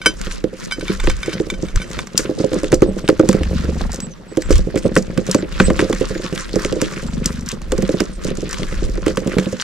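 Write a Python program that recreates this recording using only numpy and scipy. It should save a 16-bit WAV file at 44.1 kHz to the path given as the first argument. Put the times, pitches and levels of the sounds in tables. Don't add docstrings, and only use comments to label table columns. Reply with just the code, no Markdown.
import sys
import numpy as np
from scipy import signal
from scipy.fft import rfft, irfft, next_fast_len
from scipy.io import wavfile
from scipy.ndimage import uniform_filter1d

SR = 44100
rng = np.random.default_rng(int(sys.argv[2]) if len(sys.argv) > 2 else 0)


def field_ratio(decibels):
    return 10 ** (np.asarray(decibels, dtype=float) / 20)


def int16_out(signal):
    q = np.round(np.clip(np.atleast_2d(signal).T, -1, 1) * 32767)
    wavfile.write(sys.argv[1], SR, q.astype(np.int16))


N = 424683

# pitch_hz, density_db (per Hz)
GARDEN = [(60, -8), (339, -6), (727, -22), (1030, -14), (1180, -21), (5950, -31), (9450, -42), (15000, -37)]
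GARDEN_DB = -43
# start_s, peak_db, rim_click_db
CLINKS = [(0.0164, -26, -46.5), (0.0597, -2, -34), (0.7123, -28.5, -36.5), (0.7214, -16, -54),
          (0.8091, -27.5, -55), (0.8814, -29.5, -37), (0.9991, -32, -38.5), (1.039, -28, -53),
          (1.1004, -24.5, -37), (1.2321, -24.5, -36.5), (1.3302, -24.5, -47.5), (1.501, -29, -32.5),
          (1.5394, -33, -47), (1.685, -36, -50), (1.8, -33, -48), (0.9, -31, -50), (1.275, -33, -50),
          (1.295, -33, -51), (1.7585, -39, -60.5), (1.8173, -23.5, -45), (1.9899, -33, -36.5)]
# pitch_hz, level_db, t60_s
PLATE = [(1523, 1, 0.089), (2266, 0, 0.077), (3095, -2, 0.11), (3989, -7, 0.093), (4958, -3, 0.1),
         (5992, -5, 0.12), (7101, -19, 0.14), (8285, -8, 0.067), (9561, -8, 0.084), (10890, -15, 0.074)]
# pitch_hz, level_db, t60_s
RIM = [(2313, 7.5, 0.038), (3585, 7.5, 0.036), (6400, -8, .03)]
# start_s, bright_peak_db, dull_part_db, left_right_db
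TICKS = [(0.0629, -7.0, -12, 10), (1.0018, -11, -25.5, -2), (1.0718, -27.5, -17.5, 0),
         (1.098, -8, -21, -1.5), (1.502, -12.5, -30.0, -6.5), (1.9901, -12, -17.0, -1),
         (2.177, 13.5, -25.5, 8), (2.7196, -5.5, -20, -1), (2.82, -8.5, -20.5, -3),
         (3.0876, -1.5, -11.5, 0), (3.1948, -12.5, -23, 1), (3.3288, -8.5, -21.5, 0),
         (4.3708, -10.5, -26.5, -1), (4.5069, -4, -22, -3), (4.775, -9.5, -26, -2), (4.9645, -4, -9.5, 0),
         (5.1756, -12.5, -21.0, 0), (5.3457, 0.0, -16, -1), (5.6001, -7.5, -3.0, 2),
         (5.702, -14.5, -18.5, 0), (5.792, -11, -12, -0.5), (5.9271, -13.5, -20, -1),
         (6.557, -8, -30.0, -4), (6.8155, 2, -20.0, 0), (7.7192, -5, -22, -2.5), (8.0036, -4, -20.5, -10),
         (8.5292, -6, -22, 1), (9.063, -9, -21.5, -1), (9.1716, -8, -17.5, 0), (9.3835, -8, -18, -2)]
# start_s, bright_peak_db, left_right_db
NIBBLES = [(0.2139, -10.5, -1), (0.71, -19, 4), (1.039, -16, 7), (1.23, -18, -8), (1.26, -13, -3),
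           (1.7587, -6.5, 0), (1.9135, -14, 4), (2.0708, -15.5, -4), (4.757, -15, -7), (5.2661, -12.5, -3),
           (5.897, -13, -4), (5.9483, -17, 6), (6.0087, -17, -8), (6.327, -19, 2), (6.6198, -16, -6),
           (6.725, -12.5, 1), (7.617, -18.5, 0), (7.7794, -10.5, -5), (7.8223, -10, -3), (9.273, -14, 4),
           (9.5245, -15, 2)]
# start_s, bright_peak_db
CRACKS = [(2.169, -19), (2.7432, -1.5), (3.2888, 1), (3.918, -10.5), (3.93, -11), (3.944, -11),
          (3.959, -16), (4.003, -10.5), (4.4195, -10.5), (4.514, -9.5), (4.527, -13), (4.556, -9),
          (4.58, -8.5), (4.781, -17), (4.787, -15), (4.984, -11), (4.975, -7), (5.024, -16), (5.3127, 3.5),
          (6.647, -7), (7.2433, -17), (7.2585, 6), (7.409, -19.5), (7.461, -16), (7.4882, -3),
          (7.5158, -6.5), (8.246, -7.5), (8.492, -13), (8.5105, -10.5)]
NIBBLE_DULL_DB, CRACK_DULL_DB = -18.5, -39
# pitch_hz, t60_s
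KNOCK = [(1180, 0.028), (1525, 0.023)]
# start_s, peak_db
PECKS = [(0.063, -7), (0.782, -17.5), (1.278, -9.5), (1.399, -5.5), (2.248, -14.0), (2.292, -6.0),
         (2.377, -12.5), (2.44, -1.0), (2.517, -11), (2.633, -1), (2.726, 5.5), (2.821, 6), (3.09, 6),
         (3.195, 5), (4.316, -16.5), (4.373, -3.5), (4.505, 1.0), (5.349, 2.5), (5.427, -10), (5.704, 0.0),
         (5.794, -5.5), (5.898, -5.5), (6.011, -3.5), (6.196, -16.5), (6.649, -8), (6.724, -7.0),
         (6.761, -9.5), (6.82, -2.5), (7.722, -2), (7.892, -3.0)]
# start_s, peak_db
TUGS = [(0.44, -6.5), (1.037, -16.5), (1.074, -6.5), (2.557, -7), (3.233, -3), (3.409, -10.5), (4.668, -10),
        (4.741, -9), (4.853, 0.0), (4.965, 3), (5.823, -3.0), (6.104, -8.5), (6.325, -8.5), (6.559, -2.5),
        (7.939, -7.5), (8.004, -3.5), (8.426, -11.5), (8.955, -16.5), (9.066, -4.0), (9.174, -5.5),
        (9.2605, -9.5)]
# start_s, peak_db
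HOPS = [(0.268, -20.0), (0.896, -11.5), (1.52, -15.5), (1.631, -11.0), (2.884, -9.0), (2.965, -14.5),
        (3.289, 0.5), (3.344, -4), (3.813, -20.0), (3.985, -22.5), (5.178, -5.5), (5.602, 0.5),
        (6.967, -19.5), (7.527, -16.5), (7.785, -7), (7.827, -6.5), (8.25, -11.0), (8.381, -16.5),
        (8.62, -13), (8.721, -16.0), (8.824, -15.5), (9.367, -6.5), (9.465, -12.0), (9.526, -11)]
PECK_DEEP_DB, TUG_DEEP_DB, HOP_DEEP_DB = -21.5, -8, -0.5
# start_s, peak_db, deep_modes_re_peak_db
BUMPS = [(0.529, -21.5, -5), (0.825, -16.5, -8.0), (1.469, -17.5, -7.5), (2.194, -13, -9.5),
         (2.4, -3.5, -11.0), (2.532, -4.5, -13), (3.645, -17.5, -11.0), (3.687, -11.5, -12),
         (4.759, -6, -15), (5.209, -22, -10.0), (5.286, -10.5, -8), (5.681, -7.5, -1), (5.931, -11.5, -4.0),
         (6.154, -17.0, -11.5), (6.239, -21.5, -8), (6.539, -13, -4.5), (7.214, -21, -9.5),
         (7.256, -19, -12), (7.298, -21.0, -10.0), (8.282, -18.5, -1), (8.309, -14.5, -3),
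         (8.594, -19, -7.0), (8.847, -22, -4.0), (8.89, -17.5, -4), (8.977, -12.0, -13.5),
         (9.079, -5.5, -9.0), (9.22, -14.5, -6.0), (9.274, -5.5, -10), (9.336, -16, -7.0),
         (9.382, -4.5, -5.0)]
# pitch_hz, level_db, t60_s
TABLE = [(318, -5, .07), (358, -5, .07), (422, -4, .065), (470, -9, .05), (515, -3, .075), (590, -11, .045),
         (780, -19, .04), (1000, -17, .025)]
# pitch_hz, level_db, t60_s
TABLE_DEEP = [(162, -28, 0.066), (191.8, -0.5, 0.14), (236.3, -1.5, 0.07)]
SLAP_DB, SLAP_T60_S = -21, 0.025
# start_s, level_db
SHUFFLE = [
    (0.0, -34),
    (3.65, -24),
    (4.0, -30.5),
    (4.25, -43.5),
    (4.58, -26),
    (6.9, -26.5),
    (7.45, -33),
    (7.8, -28.5),
    (9.63, -30.5),
]
# start_s, peak_db, lose_20_db_s
BITES = [(0.076, -27.0, 0.06), (0.255, -33.0, 0.18), (0.327, -29.5, 0.1), (0.631, -32, 0.13),
         (0.726, -30.5, 0.04), (0.898, -30.5, 0.2), (0.918, -27.5, 0.11), (1.078, -28.5, 0.16),
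         (1.289, -34, 0.46), (1.333, -31.5, 0.14), (1.513, -37.5, 0.13), (1.656, -37.5, 0.18),
         (1.788, -33.0, 0.09), (1.82, -33.5, 0.09), (1.952, -31, 0.13), (2.191, -24.5, 0.04),
         (2.239, -32.0, 0.18), (2.419, -30.5, 0.09), (2.562, -33.5, 0.35), (2.738, -26.5, 0.03),
         (2.834, -28.5, 0.02), (2.989, -26, 0.02), (3.093, -27.5, 0), (3.344, -34.5, 0.5),
         (3.608, -34.5, 0.5), (3.815, -33, 0.14), (3.947, -36.5, 0.25), (4.43, -38.5, 0.23),
         (4.522, -26.5, 0.07), (4.566, -28.5, 0.07), (4.773, -31, 0.04), (4.861, -31.0, 0.07),
         (4.973, -25, 0.05), (5.188, -36.5, 0.1), (5.324, -28, 0.12), (5.372, -36.0, 0.25),
         (5.627, -29.0, 0.23), (5.819, -27.0, 0.15), (6.038, -31, 0.5), (6.254, -30.0, 0.13),
         (6.389, -29.0, 0.2), (6.621, -28.5, 0.22), (6.848, -28.5, 0.13), (6.948, -32, 0.5),
         (7.275, -31, 0.08), (7.307, -33.5, 0.2), (7.503, -29, 0.07), (7.786, -35.5, 0.25),
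         (7.922, -36, 0.5), (8.002, -30, 0.12), (8.269, -32, 0.15), (8.565, -33, 0.5), (8.716, -34, 0.2),
         (8.756, -34.5, 0.27), (8.844, -36.5, 0.55), (9.083, -30, 0.1), (9.187, -34, 0.1),
         (9.323, -31.0, 0.16), (9.423, -34, 0.5), (9.615, -26, 0.04)]
# pitch_hz, density_db (per Hz)
CRUMB = [(700, -34), (1200, -2.5), (2300, -7.5), (4000, -6.5), (6000, 2.5), (8000, -16.5), (10000, -11.5),
         (15000, -26)]
RUSTLE_DB = -18
# start_s, level_db, bright_part_re_level_db, left_right_db
SNAPS = [(0.2687, -22.0, -26.0, 3), (0.3114, -20, -15.5, 7), (0.4407, -23, -24.5, -2),
         (0.8102, -23.0, -14, -2), (1.0722, -15, -18, 1), (1.3312, -20, -27.5, 2), (1.4, -23, -19, -1),
         (1.9321, -19.0, -8.5, 3.5), (2.199, -17.5, -9.5, 0), (2.5329, -17, -8.0, 0),
         (2.6439, -18.5, -8.5, 2), (2.7282, -13, -25.5, -4), (3.0784, -14, -23.5, -1),
         (3.0993, -17.5, -19.5, -3), (3.2897, -13.5, -1.5, 0), (3.3118, -20, -5.0, 1),
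         (3.4333, -17.5, -14.5, 0), (4.3719, -23, 0, 0), (4.4221, -21.5, -9.5, 0), (4.5263, -16, -14.5, 0),
         (4.7581, -23.0, -9.0, -1), (5.1779, -20, -11.0, -1), (5.8041, -13.5, -14.0, 0),
         (5.9289, -15, -13, 1), (6.22, -25.5, -5.5, 5), (6.2637, -22.5, -17.5, 9),
         (6.3593, -20.0, -14.5, 1), (6.3775, -16.5, -16.0, 3), (6.4928, -24.5, -7.5, 1),
         (6.6489, -15.5, -6, 0), (6.7247, -18, -20, 0), (7.721, -20, -9, 2), (7.8917, -19.5, -11.0, 1),
         (8.3036, -22.5, -4, 3), (8.5436, -18, -18.5, 2), (8.6322, -18.5, -17, 9), (9.081, -14.0, -7, 1),
         (9.1724, -17.5, -10.0, 0), (9.2744, -23.0, -6.0, 2), (9.3846, -13.5, -13, 0),
         (9.397, -17.5, -9.5, 0), (9.431, -27.0, -11.0, 2), (9.4583, -23.0, -16.0, 1),
         (9.5989, -17.5, -19, 2), (9.6222, -14.5, -18, 6)]
# start_s, peak_db
FLICKS = [(0.379, -29), (0.5791, -33), (0.61, -31), (0.6754, -24.5), (1.1667, -20), (1.2935, -25.5),
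          (2.543, -13), (2.633, -14), (4.9544, -9), (5.2764, -19), (6.0277, -21), (6.3974, -26),
          (6.408, -23), (8.3529, -23), (8.3719, -17), (8.4178, -27), (8.4442, -29), (8.5849, -15.5),
          (8.6842, -27), (8.7525, -26.5), (8.852, -21), (8.9545, -23), (8.9744, -29)]
# start_s, peak_db, lose_20_db_s
GUST = [(0.28, -23.5, 0.3), (0.85, -29, 0.25), (1.08, -9.0, 0.13), (1.6, -26.5, 0.5), (1.77, -4, 0.03),
        (1.97, -26.0, 0.1), (2.23, -30.0, 0.1), (2.8, -20.0, 0.36), (3.5, -23.5, 0.7), (3.86, -16.5, 0.13),
        (4.56, -4, 0.1), (4.95, -25.5, 0.6), (5.67, -14.5, 0.24), (6.0, -24, 0.5), (6.62, -25.5, 0.5),
        (7.2, -24.5, 0.5), (7.75, -18.5, 0.24), (8.29, -26.0, 0.8), (8.85, -17.0, 0.5), (9.35, -27.5, 0.2)]
CALM_DB = -53
# start_s, length_s, first_pitch_hz, last_pitch_hz, level_db
CHIRPS = [(1.645, .045, 8200, 8100, -50), (1.872, 0.043, 7600, 7500, -46), (2.57, .045, 8000, 8050, -51),
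          (2.86, 0.065, 8400, 7300, -47.5), (3.022, 0.07, 7700, 8050, -48), (4.01, 0.064, 7900, 7400, -36),
          (4.102, 0.046, 6300, 5600, -46.5), (4.277, 0.068, 7650, 7540, -48.5),
          (4.425, 0.032, 8100, 7000, -40), (4.45, 0.03, 8200, 7100, -40), (4.817, 0.077, 8500, 7640, -39.5),
          (5.374, 0.04, 7900, 7000, -40), (5.631, 0.041, 8300, 7400, -27),
          (5.652, 0.035, 8200, 7900, -31.5), (6.13, 0.076, 6900, 6400, -45),
          (7.058, 0.051, 7600, 7100, -49), (8.125, 0.045, 8600, 8100, -43)]
ARCH_HZ_PER_S = 3500
# first_s, last_s, beat_s
FLIGHTS = [
    (3.407, 3.46, .049),
    (3.507, 4.07, .043),
    (7.045, 7.47, .0417),
    (7.527, 7.66, .043),
]
# start_s, push_db, feather_snap_db, low_throb_db
PASSES = [
    (3.43, -19.5, -22, -10.5),
    (3.55, -9, -38, -12.5),
    (3.8, -17, -17, -23),
    (4.07, -19.5, -30, -48),
    (7.07, -15.5, -31, -25),
    (7.15, -8.5, -25, -29),
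    (7.4, -17, -45, -26),
    (7.56, -20, -24, -44),
    (7.66, -31, -40, -47.5),
]
BEAT_SPREAD_DB = 2
# pitch_hz, lead_rad
LEFT_LEAD = [(60, 0), (260, -0.54), (520, -0.24), (2070, -0.55), (7500, -1.1), (12400, -1.16)]
LEFT_DULL_HZ = 10300


def ring(clicks, hz, t60):
    radius, turn = field_ratio(-60 / (t60 * SR)), 2 * np.pi * hz / SR
    return signal.lfilter([0, np.sin(turn)], [1, -2 * radius * np.cos(turn), radius * radius], clicks + 1e-18)


def band(x, low_hz, high_hz):
    return signal.sosfilt(signal.butter(2, [low_hz, high_hz], "band", fs=SR, output="sos"), x + 1e-18)


def soften(x, cut_hz):
    return signal.sosfilt(signal.butter(2, cut_hz, fs=SR, output="sos"), x + 1e-18)


def fade(x, t60):
    return signal.lfilter([1], [1, -field_ratio(-60 / (t60 * SR))], x + 1e-18)


def rms_one(x):
    return x / np.sqrt(np.mean(x ** 2) + 1e-20)


def drift(rate, depth_db):
    knots = field_ratio(depth_db * rng.standard_normal(int(N / SR * 60) + 2))
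    return np.interp(np.arange(N) / SR * min(rate, 59), np.arange(len(knots)), knots)


def train(times, level_db, pan_db=0):
    out = np.zeros((2, N))
    at = np.minimum((np.asarray(times) * SR).astype(int), N - 1)
    side_db = np.array([[.5], [-.5]]) * pan_db * np.ones(len(at))
    np.add.at(out, (slice(None), at), field_ratio(level_db + side_db))
    return out


def grains(per_s, spread_db):
    out, born = np.zeros(N), rng.random(N) < per_s / SR
    count = born.sum()
    size_db = spread_db * np.minimum(rng.exponential(1, count), 5)
    out[born] = field_ratio(size_db) * rng.choice([-1, 1], count)
    return out


def white():
    return rng.standard_normal(N)


def pair(draw, alike):
    alike = np.clip(alike, 0, 1)
    return np.sqrt(1 + alike) * draw() + np.sqrt(1 - alike) * draw() * [[1], [-1]]


def coloured(x, spectrum, patchy_db):
    hz, level_db = np.transpose(spectrum)
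    edges = 15360 / 2 ** np.arange(0, np.log2(15360 / max(hz[0], 60)), .5)[::-1]
    gains_db = np.interp(np.log(edges[:-1] * 1.19), np.log(hz), level_db)
    out = 0
    for k, (gain_db, low_hz, high_hz) in enumerate(zip(gains_db, edges, edges[1:])):
        out = out + (-1) ** k * field_ratio(gain_db) * drift(45, patchy_db) * band(x, low_hz, high_hz)
    return rms_one(out)


def curve(rows):
    s, level_db = np.transpose(rows)
    return np.interp(np.arange(N) / SR, s, level_db)


def swells(rows, rest_db):
    s, peak_db, width = np.transpose(rows)[:, :, None]
    t = np.arange(0, N + 64, 64)
    highest_db = np.max(peak_db - 20 * abs(t / SR - s) / width, axis=0)
    return np.maximum(np.interp(np.arange(N), t, highest_db), rest_db)


def garden():
    return field_ratio(GARDEN_DB) * coloured(pair(white, alike=0.41), GARDEN, patchy_db=-5.0)


def plate():
    s, peak_db, rim_db = np.transpose(CLINKS)
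    luck = rng.normal(0, 1, (len(s), len(PLATE), 2))
    out = 0
    for k, (hz, mode_db, t60) in enumerate(PLATE):
        strike_db = peak_db * (1 + 0.083 * np.log2(hz / 2000))
        strike_db = strike_db + mode_db - 3.5 + 1.5 * luck[:, k, 0]
        out = out + ring(train(s, strike_db, 3.3 * luck[:, k, 1]), hz, t60)
    for hz, mode_db, t60 in RIM:
        out = out + ring(train(s, rim_db + mode_db + 9.5), hz, t60)
    return out


def ticks():
    nibbles = [(s, db, db + NIBBLE_DULL_DB, pan) for s, db, pan in NIBBLES]
    cracks = [(s, db, db + CRACK_DULL_DB, 1.5) for s, db in CRACKS]
    s, bright_db, dull_db, pan_db = np.transpose(TICKS + nibbles + cracks)
    noise = pair(white, alike=1.0)
    out = 0
    for level_db, low_hz, high_hz, t60 in ((bright_db - 5.5, 4800, 8300, .014), (dull_db + 9.5, 900, 2500, .022)):
        hit = train(s, level_db, pan_db)
        swell = soften(fade(hit, t60) + field_ratio(-21) * fade(hit, 0.13), cut_hz=990)
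        out = out + band(swell * noise + field_ratio(10.0) * hit, low_hz, high_hz)
    hiss = soften(fade(train(s, bright_db - 22.0, pan_db), 0.026), cut_hz=580)
    air = band(hiss * noise, 7850, 13400)
    knock = sum(ring(train(s, dull_db - 4.0, pan_db / 2), hz, t60) for hz, t60 in KNOCK)
    return out + air + knock


def table():
    kinds = ((PECKS, PECK_DEEP_DB), (TUGS, TUG_DEEP_DB), (HOPS, HOP_DEEP_DB))
    hits = [(*row, deep_db) for rows, deep_db in kinds for row in rows]
    s, peak_db, deep_db = np.transpose(hits + BUMPS)
    luck = rng.normal(0, 1, (len(s), len(TABLE + TABLE_DEEP), 3))
    scratches = pair(lambda: grains(140 * drift(12, depth_db=3.5), spread_db=4.5), alike=0.25)
    claws = field_ratio(curve(SHUFFLE) - 35.0) * rms_one(scratches)
    rattle = pair(lambda: grains(250, spread_db=3.0), alike=.85)
    levels = peak_db - 9, peak_db + deep_db - 11.0
    murmurs = [field_ratio(-19.5) * fade(train(s, level_db, -5.0), 0.16) * rattle + claws for level_db in levels]
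    out = 0
    for k, (hz, mode_db, t60) in enumerate(TABLE + TABLE_DEEP):
        deep = int(k >= len(TABLE))
        late_s = 0.00181 * abs(luck[:, k, 1])
        blows = train(s + late_s, levels[deep] + 1.5 * luck[:, k, 0], -4 + 3.6 * luck[:, k, 2])
        under = signal.butter(2, hz * 0.31, "high", fs=SR, output="sos")
        out = out + field_ratio(mode_db + 6.5) * signal.sosfilt(under, ring(blows + murmurs[deep], hz, t60))
    slap = fade(train(s, peak_db + SLAP_DB, -2.5), SLAP_T60_S) * white()
    return soften(out, cut_hz=500) + band(slap, 600, 1500)


def crumbs():
    noise = pair(white, alike=0.64)
    dull = soften(noise, cut_hz=3000)
    cracks = [fade(abs(grains(130 * drift(30, 3), spread_db=2.8)), .011) for _ in range(2)]
    grit = rms_one((.9 + cracks[0]) * dull) + rms_one((.9 + cracks[1]) * (noise - dull))
    even = grit / np.sqrt(uniform_filter1d(grit ** 2, size=3000).mean(axis=0))
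    level_db = swells(BITES, curve(SHUFFLE) + RUSTLE_DB) + 0.5
    return field_ratio(level_db) * coloured(even, CRUMB, patchy_db=3.5)


def snaps():
    s, level_db, bright_db, pan_db = np.transpose(SNAPS)
    flick_s, flick_db = np.transpose(FLICKS)
    noise = pair(white, alike=0.92)
    dull = train(s, level_db + 3.5, pan_db)
    bright = train(s, level_db + bright_db + 1.0, pan_db) + train(flick_s, flick_db - 3.5)
    out = 0
    for hit, low_hz, high_hz in ((dull, 1100, 4600), (bright, 4600, 8300)):
        grit = (fade(hit, .012) + field_ratio(-21) * fade(hit, .07)) * noise
        out = out + band(field_ratio(10) * hit + grit, low_hz, high_hz)
    return out


def gusts():
    air = soften(band(pair(white, alike=0.69), 18.5, 47.0), cut_hz=124)
    evened = air / np.sqrt(uniform_filter1d(air ** 2, size=4000).mean(axis=0) + 1e-12)
    return field_ratio(swells(GUST, CALM_DB)) * evened


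def chirps():
    out = np.zeros(N)
    for s, length, first_hz, last_hz, level_db in CHIRPS:
        u = np.linspace(0, 1, int(length * SR))
        hz = first_hz * (1 - u) + last_hz * u + ARCH_HZ_PER_S * length * 4 * u * (1 - u)
        call = signal.windows.tukey(len(u), .4) * np.sin(2 * np.pi * np.cumsum(hz) / SR)
        at = int(s * SR)
        out[at:at + len(u)] += field_ratio(level_db + 0.5) * call
    return out * field_ratio(np.array([[-1.5], [1.5]])) * drift(55, depth_db=4.0)


def beats():
    s = np.concatenate([np.arange(first, last, beat) for first, last, beat in FLIGHTS])
    at, *levels = np.transpose(PASSES)
    luck = rng.normal(0, BEAT_SPREAD_DB, (len(s), 3))
    return s, *[np.interp(s, at, level_db) + luck[:, k] for k, level_db in enumerate(levels)]


def wings():
    s, push_db, snap_db, throb_db = beats()
    push = ring(train(s, push_db, 0.97), 232, 0.058)
    push = push + ring(train(s + 0.002, push_db - 0.5, 2.1), 161.6, 0.072)
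    throb = ring(train(s, throb_db + 1), 69.5, 0.21)
    snap = fade(train(s, snap_db + 4.0), 0.049) * pair(white, alike=0.8)
    return band(push, 115, 278) + soften(throb, cut_hz=300) + band(snap, 230, 1010)


def scene():
    feeding = plate() + ticks() + table() + crumbs() + snaps()
    return garden() + feeding + gusts() + chirps() + wings()


def band_limit(x):
    return signal.sosfilt(signal.butter(12, 15810, fs=SR, output="sos"), x)


def record(dry):
    heard, size = soften(dry, cut_hz=12200), next_fast_len(N)
    bins_hz = np.arange(size // 2 + 1) * SR / size + 1
    hz, lead = np.transpose(LEFT_LEAD)
    phase = np.interp(np.log(bins_hz), np.log(hz), lead)
    port = np.exp(1j * phase) / np.hypot(1, bins_hz / LEFT_DULL_HZ)
    left = irfft(rfft(heard[0], size) * port, size)[:N]
    mix = np.clip(np.array([left, heard[1]]), -1, 1)
    return band_limit(mix)


dry = scene()
out = record(dry)
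int16_out(out)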